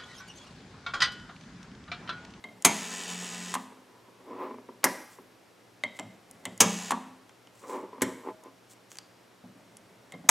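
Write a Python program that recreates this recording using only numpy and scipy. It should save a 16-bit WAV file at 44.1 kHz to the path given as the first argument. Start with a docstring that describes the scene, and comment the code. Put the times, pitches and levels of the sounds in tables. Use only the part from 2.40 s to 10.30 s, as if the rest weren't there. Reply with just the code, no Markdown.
"""A rotary dial and a selector knob on a homemade sheet-metal box, close by in a small room.
Over a faint mains hum, a finger winds the wheel against its stop; it whirrs home under the friction
of its governor and lands with a clack. The knob is dragged round in stick-slip creaks and snaps into
a detent. A shorter run of the dial follows, the knob creaks, snaps and creaks on, and at the very end
the wheel strikes its stop once more."""
import sys
import numpy as np
from scipy import signal
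from scipy.fft import rfft, next_fast_len
from scipy.io import wavfile
from scipy.ndimage import uniform_filter1d

SR = 44100
rng = np.random.default_rng(int(sys.argv[2]) if len(sys.argv) > 2 else 0)


def wav_out(sig):
    """Save sig, one row per channel (or a flat mono array), as 16-bit PCM at SR to the path in sys.argv[1]."""
    wavfile.write(sys.argv[1], SR, np.round(np.clip(np.atleast_2d(sig).T, -1, 1) * 32767).astype(np.int16))


N = 348372
TIME = np.arange(N) / SR


def amp(db):
    """Amplitude ratio of a level in decibels."""
    return 10 ** (np.asarray(db) / 20)


def unit_rms(x):
    """Normalisation to an rms of 1."""
    return x / np.sqrt(np.mean(x ** 2) + 1e-20)


def log_interp(points, hz):
    """Interpolation of (frequency [Hz], value) points on a logarithmic frequency axis."""
    frequencies, values = np.transpose(points)
    return np.interp(np.log(hz + 1), np.log(frequencies + 1), values)


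def add(mix, s, sound):
    """Superposition of a sound on the mix from time s."""
    part = mix[max(round(s * SR), 0):][:len(sound)]
    part += sound[:len(part)]


def strike(mix, s, sound, db):
    """Superposition of a transient, scaled so that its first 10 ms have an rms level of db."""
    onset_rms = np.sqrt(np.mean(sound[:SR // 100] ** 2) + 1e-20)
    add(mix, s, amp(db) * sound / onset_rms)


def colour(x, spectrum, tilt_db=0, size=4096):
    """Minimum-phase filtering by a spectrum, tilted by tilt_db per octave about 2 kHz."""
    hz = np.fft.rfftfreq(size, 1 / SR)
    db = log_interp(spectrum, hz) + tilt_db * np.log2(np.maximum(hz, 100) / 2000)
    log_gain = np.log(amp(np.r_[db, db[-2:0:-1]]))
    taps = np.fft.ifft(np.exp(np.conj(signal.hilbert(log_gain)))).real
    return signal.oaconvolve(x, taps[:size // 2])[:len(x)]


def noise(spectrum, envelope=1):
    """Spectral shaping of amplitude-modulated white noise, to an rms of 1."""
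    return unit_rms(colour(envelope * rng.standard_normal(N), spectrum))


def cut(x, hz, kind):
    """Second-order low-pass or high-pass filtering."""
    return signal.sosfilt(signal.butter(2, hz, kind, fs=SR, output="sos"), x)


def excite(force, response):
    """Convolution of a force with an impulse response of unit energy."""
    return signal.oaconvolve(force, response / np.linalg.norm(response))[:len(force)]


def ring(modes, size=24000):
    """Free vibration: a sum of damped modes, with little radiation below the lowest."""
    t = TIME[:size]
    sines = sum(amp(db - 60 * t / t60) * np.sin(2 * np.pi * hz * t) * rng.choice([-1, 1])
                for hz, db, t60 in modes)
    return cut(sines, modes[0][0] / 2, "high")


def clack(spectrum, tilt_db, treble_s, bass_s, size=8192):
    """Scattering of a blow in the casing: noise with separate decay times for treble and bass."""
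    t = TIME[:size]
    scatter = rng.choice([-1., 1.], size)
    bass = cut(scatter, 2400, "low") * np.exp(-t / bass_s) / np.sqrt(bass_s)
    treble = cut(rng.permutation(scatter), 2400, "high") * np.exp(-t / treble_s) / np.sqrt(treble_s)
    burst = bass + treble
    # equal energy in every broad band, so the struck part alone sets the colour
    band_db = 10 * np.log10(uniform_filter1d(abs(rfft(burst)) ** 2, 48) + 1e-9)
    white = colour(burst, np.c_[np.fft.rfftfreq(size, 1 / SR), -band_db])
    return colour(white, spectrum, tilt_db)


def stroke(peak_s, build_s, ease_s):
    """Envelope of a hand movement, 21 dB down at build_s before its peak and ease_s after."""
    away = np.maximum((peak_s - TIME) / build_s, (TIME - peak_s) / ease_s)
    return amp(-21 * np.minimum(away, 10) ** 1.5)


def held(rows, fade_s):
    """Trapezoidal envelope over rows of (start [s], end [s], level [dB])."""
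    return sum(amp(db) * np.interp(TIME, [start - fade_s, start, end, end + fade_s], [0, 1, 1, 0])
               for start, end, db in rows)


def wander(samples):
    """Random fluctuation of rms 1: a moving average of white noise."""
    return unit_rms(uniform_filter1d(rng.standard_normal(N), samples))


# mains hum and whine: (frequency [Hz], level [dB])
HUM_TONES = [(119.8, -73.5), (180, -75), (5570, -82.5)]
# room noise: (frequency [Hz], level [dB])
AIR_SPECTRUM = [(15, -52), (25, -29.5), (92, -13.5), (102, -4), (123, -3), (145, -15), (185, -6.5),
                (309, -2.5), (463, -4.5), (754, -7.5), (962, -9), (1260, -10.5), (5280, -20.5),
                (13600, -29), (16000, -42.5)]


def background(air_db=-59.5):
    """Superposition of steady tones, mains hum and a faint whine, on broadband room noise."""
    hum = sum(amp(db) * np.sqrt(2) * np.sin(2 * np.pi * (hz * TIME + rng.random()))
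              for hz, db in HUM_TONES)
    return hum + amp(air_db) * noise(AIR_SPECTRUM)


# finger on wheel: (time [s], level [dB], tilt [dB/octave], relative ring [dB], jolt level [dB])
WHEEL_KNOCKS = [(0.0405, -46, -2, 6, -49.5), (.087, -56.5, -11, 4.5, -58), (3.437, -37, -.5, 9.5, -47),
                (3.590, -39.5, -0.5, -3.5, -42), (4.054, -34, 3, -7, -42), (7.722, -48, 2.5, -3, -54.5),
                (7.738, -42.5, -9.5, -5, -52.5)]
# a knock on the wheel and a bump on the box: (frequency [Hz], level [dB])
KNOCK_SPECTRUM = [(88, -31), (150, -7), (1090, 5), (1430, -10), (2060, 5), (2360, -11), (3030, 0),
                  (5100, -19.5), (7500, -6.5), (15000, -32)]
BUMP_SPECTRUM = [(70, -25), (120, -10), (200, -0.5), (300, -7), (480, -21), (640, -7.5), (900, -20.5),
                 (2500, -39), (8000, -61.5)]
# finger wheel: (frequency [Hz], level [dB], T60 [s])
WHEEL_MODES = [(600, -12, .15), (2060, 0, .075), (2126, 3, 0.069), (2110, -5.5, .07), (3112, -23.5, .2),
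               (3240, -20.5, .14), (3810, -4.5, .021), (4470, -14, 0.029), (6450, -21, .03)]


def wheel_knocks(jolt_lag_s=.007):
    """Impulsive excitation: a finger knocks the wheel, which rings and jolts the box."""
    out = np.zeros(N)
    for s, db, tilt_db, ring_db, jolt_db in WHEEL_KNOCKS:
        strike(out, s, clack(KNOCK_SPECTRUM, tilt_db, treble_s=.0022, bass_s=.01), db)
        strike(out, s, ring(WHEEL_MODES), db + ring_db)
        strike(out, s + jolt_lag_s, clack(BUMP_SPECTRUM, 1.3, treble_s=.01, bass_s=.025), jolt_db)
    return out


# turns of the wheel against its spring: (start [s], end [s], level [dB])
WINDINGS = [(.08, .22, -61), (3.67, 3.76, -62), (3.89, 4.19, -57), (7.18, 7.88, -62.5)]
# winding gears: (frequency [Hz], level [dB])
GEAR_SPECTRUM = [(90, -3.5), (180, 6.5), (330, -2.5), (650, -2.5), (1100, -11), (1600, -15.5), (2100, -8.5),
                 (2600, -26), (8000, -23.5), (15000, -36.5)]


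def winding(rattle_db=3):
    """Amplitude-modulated noise: the gears rumble and rattle as the wheel is drawn round."""
    rattle = amp(rattle_db * wander(400))
    return held(WINDINGS, fade_s=.015) * noise(GEAR_SPECTRUM, rattle)


# nail and mechanism: (time [s], level [dB], tilt [dB/octave], ring frequency [Hz])
LIGHT_TICKS = [(0.2233, -47, 6.5, 7200), (3.5964, -42, -2, 7530), (3.912, -52.5, 11, 9870),
               (4.1775, -52, 13, 6840), (4.894, -56.5, -3, 3160), (5.0724, -58.5, -3.5, 3030),
               (6.0375, -60.5, 10.5, 7090), (6.517, -52, -0.5, 6700), (6.556, -54.5, -1.5, 7240),
               (6.571, -53, 2, 6190), (6.586, -44, 1.5, 4720), (7.3695, -52.5, 5, 10050)]
# one tick: (frequency [Hz], level [dB])
TICK_SPECTRUM = [(470, -46), (800, -5.5), (3100, -7.5), (3650, -11.5), (4860, -12.5), (5440, -6.5),
                 (10200, -14), (16000, -41.5)]


def light_ticks():
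    """Brief contacts of nail and mechanism each excite one high, heavily damped mode."""
    out = np.zeros(N)
    for s, db, tilt_db, hz in LIGHT_TICKS:
        strike(out, s, clack(TICK_SPECTRUM, tilt_db, treble_s=.0012, bass_s=.004), db)
        strike(out, s, ring([(hz, 0, .012)]), db - 2)
    return out


# wheel on stop: (time [s], level [dB], tilt [dB/octave], relative dial ring [dB], relative boom [dB])
STOP_BLOWS = [(0.2493, -13.5, 1, -6.5, -14), (4.2049, -13, -1.5, -8, -9.5), (7.8908, -12, -1, -10, -19)]
# one spectrum for each blow: (frequency [Hz], level [dB])
STOP_SPECTRA = [
    [(71, -55), (120, -35.5), (181, -0.5), (378, -8.5), (473, -19.5), (617, -5.5), (968, -6), (1830, -14.5),
     (2240, -3.5), (2530, -13), (4140, -17), (5990, -17.5), (6500, -10), (10800, -16.5), (16000, -38.5)],
    [(47, -45.5), (80, -39.5), (190, -9.5), (338, -18.5), (471, -12), (751, -16), (839, -12.5),
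     (1250, -9.5), (1490, -20.5), (1670, -9), (1820, -16.5), (3030, -10.5), (4330, -17.5), (6450, -3.5),
     (16000, -25)],
    [(120, -52.5), (200, -28.5), (1060, 5), (1560, -6), (2330, -1.5), (3020, -18), (3760, -5),
     (4040, -12.5), (5230, -10), (6520, -0.5), (16000, -20)],
]
# dial and box: (frequency [Hz], level [dB], T60 [s])
DIAL_MODES = [(2240, -4, .2), (3205, -14, .3), (3560, -12, .12), (4770, -18, .2), (6376, 5, .17),
              (6558, -8, .08), (7234, -9, .1), (8026, -6, .1)]
BOX_MODES = [(122.5, -30, 0.49), (177.7, -4.5, 0.49), (210, 0.5, 0.58), (258.8, -8, 0.24), (346, -9, 0.18),
             (442, -8, 0.32), (602, -7.5, 0.38), (813, -4.5, 0.41), (978, -4.5, 0.27), (1195, -10.5, 0.39),
             (1793, -0.5, 0.023)]


def stop_blows():
    """Impact on the finger stop sets the dial and the box into free vibration."""
    out = np.zeros(N)
    for (s, db, tilt_db, ring_db, boom_db), spectrum in zip(STOP_BLOWS, STOP_SPECTRA):
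        graze = clack(spectrum, tilt_db, treble_s=.0029, bass_s=.006)
        crack = clack(spectrum, tilt_db + 2, treble_s=.0037, bass_s=.0018)
        rattle = clack(spectrum, tilt_db, treble_s=.011, bass_s=.028)
        strike(out, s - .0024, graze, db - 15)
        strike(out, s + .0008, crack, db - 5)
        strike(out, s, rattle, db)
        strike(out, s, ring(DIAL_MODES), db + ring_db)
        strike(out, s + .003, ring(BOX_MODES), db + boom_db)
    return out


# runs home: (start [s], end [s], first governor speed [turns/s], last governor speed [turns/s])
WHEEL_RETURNS = [(.27, 1.142, 93.4, 85), (4.225, 4.508, 86, 84.2)]
# added hum of the box while the governor wobbles harder: (start [s], end [s], level [dB])
GOVERNOR_WOBBLES = [(.72, .81, -47.5), (.93, 1.11, -51), (4.33, 4.46, -50)]
# whirr in the casing: (frequency [Hz], level [dB])
WHIRR_SPECTRUM = [(130, -27.5), (220, 1.5), (321, -10.5), (435, 0), (669, -6.5), (732, -3.5), (993, 1.5),
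                  (1150, -8.5), (1790, -0.5), (2390, -4.5), (2660, -4), (4240, -6), (6890, -4),
                  (13100, -25.5), (16000, -28)]
# pawl: (frequency [Hz], level [dB], T60 [s])
PAWL_MODES = [(2660, -5, .018), (3030, -10, 0.044), (3560, -18.5, .045), (4250, -16.5, 0.027),
              (4670, -15.5, 0.034), (5730, -16.5, 0.045), (6660, -2.5, 0.022), (6867, -13, .03),
              (7460, 3, 0.0057), (8360, -6, .012), (10500, -13.5, .018), (12830, -22, .014)]


def governor(rub_db=-43, pawl_db=-46.5, waver_db=.87, box_hz=179, fade_in_s=.038):
    """Periodic friction: the governor rubs and ticks each turn; its wobble makes the box hum."""
    out = np.zeros(N)
    casing = clack(WHIRR_SPECTRUM, 0, treble_s=.0012, bass_s=.003)  # short echoes inside the dial
    wobble = amp(-55.5) + held(GOVERNOR_WOBBLES, fade_s=.056)
    for start, end, first_speed, last_speed in WHEEL_RETURNS:
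        t = np.arange(start, end, 1 / SR)
        unwound = (t - start) / (end - start)
        speed = first_speed + (last_speed - first_speed) * unwound ** 2  # the spring weakens
        turns = np.cumsum(speed) / SR
        track = rng.standard_normal(490)  # roughness that recurs every turn
        fresh, chatter = rng.standard_normal((2, len(t)))
        roughness = fresh + .55 * track[(turns % 1 * len(track)).astype(int)]
        friction = roughness * (1 + .5 * np.cos(2 * np.pi * 3 * turns))  # three swells a turn
        impulses = np.diff(np.floor(turns), prepend=0) * amp(1.2 * chatter)
        ticks = amp(pawl_db) * excite(unit_rms(impulses) + .45 * unit_rms(friction), ring(PAWL_MODES))
        rub = amp(rub_db) * unit_rms(excite(friction, casing))
        speed_db = 11.5 * np.log2(speed / 84.8)  # faster is louder
        whirr = (rub + ticks) * amp(speed_db + waver_db * wander(2500)[:len(t)])
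        hum_phase = 2 * np.pi * box_hz * t + .23 * wander(3000)[:len(t)]
        hum = np.interp(t, TIME, wobble) * np.sin(hum_phase)
        add(out, start, (whirr + hum) * np.minimum((t - start) / fade_in_s, 1))
    return out


# wheel at rest: (time [s], level [dB], tilt [dB/octave], rebound delay [s], relative rebound [dB])
WHEEL_LANDINGS = [(1.1404, -28.5, 4, .011, 0.5), (4.5075, -24.5, 2, .011, -0.5)]
# one landing: (frequency [Hz], level [dB])
LANDING_SPECTRUM = [(71, -37), (120, -87), (231, -3.5), (402, -18.5), (684, -9), (874, 0), (1050, 4.5),
                    (1400, -10), (1790, -9), (2480, -17.5), (3660, -19), (4780, -27.5), (7200, -20.5),
                    (10600, -26.5), (16000, -51)]


def landings(lid_hz=258.4, lid_t60_s=.62):
    """Impact and rebound: the wheel lands twice, and the second blow rings the box and its lid."""
    out = np.zeros(N)
    for s, db, tilt_db, delay, rebound_db in WHEEL_LANDINGS:
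        strike(out, s, clack(LANDING_SPECTRUM, tilt_db, treble_s=.0069, bass_s=.0015), db)
        rebound = clack(LANDING_SPECTRUM, tilt_db - 3.5, treble_s=.0015, bass_s=.012)
        strike(out, s + delay, rebound, db + rebound_db)
        strike(out, s + delay, ring(BOX_MODES), db - 17)
        strike(out, s + delay, ring([(lid_hz, 0, lid_t60_s)]), db - 20.5)
    return out


# skin on knob and panel: (peak time [s], build-up [s], easing [s], level [dB])
SKIN_SLIDES = [(1.22, 0.18, 0.064, -59), (2.734, 0.055, 0.059, -58.5), (3.572, 0.043, .03, -59.5),
               (5.206, .1, .08, -62.5), (5.302, 0.064, 0.14, -53), (6.319, 0.044, 0.038, -56),
               (6.515, 0.022, 0.087, -54.5)]
# sliding skin: (frequency [Hz], level [dB])
SKIN_SPECTRUM = [(1000, -13), (3000, -1), (5000, -0.5), (7500, 6.5), (11000, -4.5), (16000, -9.5)]


def skin_slides(grain_db=2.6):
    """Sliding friction of skin gives a grainy hiss that follows each stroke."""
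    sliding = sum(amp(db) * stroke(s, build, ease) for s, build, ease, db in SKIN_SLIDES)
    return sliding * noise(SKIN_SPECTRUM, amp(grain_db * wander(150)))


# fingers work the knob faintly: (start [s], end [s], level [dB])
KNOB_HOLDS = [(1.3, 1.87, -61.5), (5.24, 5.8, -55)]
# drags: (peak time [s], build-up [s], easing [s], level [dB], tilt [dB/octave], slip rate [1/s])
KNOB_DRAGS = [(1.914, .07, 0.13, -39, -.3, 121), (2.03, .09, 0.12, -34, 2.5, 172),
              (5.246, .04, 0.024, -59, 0.5, 104), (5.345, .09, 0.096, -33.5, 1.8, 130),
              (5.436, .025, 0.044, -39, -1.5, 130), (5.679, .04, 0.074, -42, 3, 140),
              (5.892, .07, 0.036, -33, 0.5, 69), (6.06, .045, 0.057, -46, 2, 83)]
# rubbing shaft: (frequency [Hz], level [dB])
SHAFT_SPECTRUM = [(59, -72), (100, -62.5), (138, -26.5), (261, 4.5), (315, -11.5), (361, 1.5), (604, -4.5),
                  (681, -17), (993, 1.5), (1520, -20), (2150, -19), (2780, -28), (6000, -49), (7800, -61.5),
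                  (13200, -120)]
# panel: (frequency [Hz], level [dB], T60 [s])
PANEL_MODES = [(195, -19, 0.36), (268.8, -6.5, 0.21), (374, 5.5, 0.034), (470, -2.5, 0.075),
               (634, -15.5, 0.48), (869, -7, 0.1), (1022, -2, 0.063), (1203, -46, 0.023)]


def knob_creak(slip_db=-5, rub_db=-7, grit_db=-44, fidget_db=3, sag_octaves=1.5):
    """Stick-slip friction: uneven slips of the shaft drive the panel modes over a dull rub."""
    uneven = np.exp(.3 * wander(300))
    panel = ring(PANEL_MODES)
    rub = noise(SHAFT_SPECTRUM)
    out = held(KNOB_HOLDS, fade_s=.042) * amp(fidget_db * wander(2000)) * rub
    for s, build, ease, db, tilt_db, slips_per_s in KNOB_DRAGS:
        part = (TIME > s - 2 * build) & (TIME < s + 2 * ease + .1)
        drag = amp(db) * stroke(s, build, ease)[part]
        eased = np.clip((TIME[part] - s) / ease, 0, 1)
        rate = slips_per_s * uneven[part] / 2 ** (sag_octaves * eased)  # slower as the hand eases
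        slip_count = np.floor(np.cumsum(rate) / SR)
        slips = drag * unit_rms(np.diff(slip_count, prepend=0))
        ringing = amp(slip_db) * excite(slips, panel)
        creak = ringing + amp(rub_db) * drag * rub[part] + amp(grit_db) * slips
        out[part] += colour(creak, [(500, 2 * tilt_db)], tilt_db)  # tilted about 500 Hz
    return out


# shifts of the knob: (time [s], level [dB])
KNOB_NUDGES = [(1.321, -51), (1.548, -78), (2.090, -47), (2.108, -39), (2.142, -43.5), (2.184, -45.5),
               (2.288, -42), (2.786, -47.5), (5.294, -41.5), (5.53, -44), (5.58, -45)]


def knob_nudges():
    """Each shift of the knob on its shaft is a single damped transient."""
    out = np.zeros(N)
    for s, db in KNOB_NUDGES:
        strike(out, s, clack(SHAFT_SPECTRUM, -.6, treble_s=.011, bass_s=.004), db)
    return out


# ball into notch: (time [s], level [dB], tilt [dB/octave], relative panel thump [dB])
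DETENT_SNAPS = [(2.4412, -16.5, 2, -13.5), (5.6193, -24, 3.9, -1.5)]
# one spectrum for each notch: (frequency [Hz], level [dB])
DETENT_SPECTRA = [
    [(59, -60.5), (100, -21), (239, 0), (721, -1), (991, 0.5), (1480, -6.5), (1650, -1), (2080, -1.5),
     (2690, -16), (3700, -19), (5650, -11), (6990, -15), (11600, -15), (13500, -19.5), (16000, -30)],
    [(59, -43), (100, -17), (206, 1), (381, 4.5), (705, -18), (1010, -48), (1170, -14.5), (2220, -8.5),
     (2580, -30), (2990, -19.5), (4980, -31), (7770, -19), (8460, -26.5), (13200, -32), (16000, -50)],
]
# detent spring: (frequency [Hz], level [dB], T60 [s])
SPRING_MODES = [(1657, 11, 0.061), (2220, -10.5, 0.29), (2330, -13, 0.18), (5430, -6, 0.44),
                (5250, -9, 0.33), (5450, -13, 0.54), (5740, -1, 0.26), (8480, -11, .3)]


def detent_snaps():
    """Snap-through: the ball rolls off its ridge into the next notch, ringing panel and spring."""
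    out = np.zeros(N)
    for (s, db, tilt_db, thump_db), notch in zip(DETENT_SNAPS, DETENT_SPECTRA):
        roll = clack(SHAFT_SPECTRUM, 8.6, treble_s=.012, bass_s=.012)
        graze = clack(notch, tilt_db - 8.5, treble_s=.0023, bass_s=.002)
        slam = clack(notch, tilt_db, treble_s=.0058, bass_s=.017)
        strike(out, s - .009, roll, -42)
        strike(out, s - .0014, graze, db - 21.5)
        strike(out, s, slam, db)
        strike(out, s + .0008, ring(PANEL_MODES), db + thump_db)
        strike(out, s, ring(SPRING_MODES), db - 19)
    return out


# fingertip on box: (time [s], level [dB], tilt [dB/octave])
BOX_BUMPS = [(3.609, -47.5, 1), (3.643, -51.5, -6.5), (7.037, -45.5, -2.5), (7.151, -55, -4.5),
             (7.788, -47.5, -6.5), (7.842, -45.5, 0.5)]


def box_bumps():
    """Soft impact: a fingertip excites mainly the low frequencies of the box."""
    out = np.zeros(N)
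    for s, db, tilt_db in BOX_BUMPS:
        strike(out, s, clack(BUMP_SPECTRUM, tilt_db, treble_s=.01, bass_s=.028), db)
    return out


# reverberation time of the room: (frequency [Hz], T60 [s])
ROOM_DECAY = [(100, 0.3), (250, 0.45), (1000, 0.63), (3000, 0.68), (7000, 0.6), (15000, 1)]


def room(x, build_up_s=.0054):
    """Reverberation: a diffuse field builds up, then each band decays at its own rate."""
    hz, t, bands = signal.stft(rng.standard_normal(SR), SR, nperseg=256)
    decay = amp(-60 * t / log_interp(ROOM_DECAY, hz)[:, None])
    tail = signal.istft(bands * decay, SR, nperseg=256)[1][:SR]
    onset = 1 - np.exp(-(TIME[:SR] / build_up_s) ** 2)
    spectrum = [(100, 22), (400, 11), (1200, 3), (4000, 3.5), (8000, -2), (15000, -10)]
    return excite(x, colour(tail * onset, spectrum))


# left-right difference, of the sound and of a faint added noise: (frequency [Hz], level [dB])
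SIDE_SPECTRUM = [(40, -17.5), (125, -42.5), (250, -42), (1000, -45), (4000, -20.5), (14000, -28)]
SIDE_NOISE_SPECTRUM = [(15, -44.5), (25, -13.5), (558, -0.5), (604, -4), (1390, -10), (2500, -14),
                       (8100, -27), (15000, -45.5)]


def scene(box_cutoff_hz=150):
    """Superposition of direct and reverberant sound, straight ahead: left and right hardly differ."""
    stops, home, whirr = stop_blows(), landings(), governor()
    snaps = detent_snaps() + knob_nudges()
    creak = knob_creak()
    hand = wheel_knocks() + light_ticks() + box_bumps() + skin_slides() + winding()
    direct = stops + home + whirr + snaps + creak + hand
    reverb = room(amp(-12.5) * (stops + hand) + amp(-11.5) * (home + whirr)
                  + amp(-11) * snaps + amp(-25.5) * creak)
    mid = cut(direct + reverb, box_cutoff_hz, "high") + background()  # the box radiates little bass
    quadrature = signal.hilbert(colour(mid, SIDE_SPECTRUM), next_fast_len(N)).imag[:N]
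    side = quadrature + amp(-67) * noise(SIDE_NOISE_SPECTRUM)
    return np.array([mid + side, mid - side])


def record(dry):
    """Clipping at full scale, then band limiting at 16.1 kHz."""
    low_pass = signal.firwin(255, 16100, window=("kaiser", 9), fs=SR)
    return signal.oaconvolve(np.clip(dry, -1, 1), low_pass[None], "same")


dry = scene()
out = record(dry)
wav_out(out)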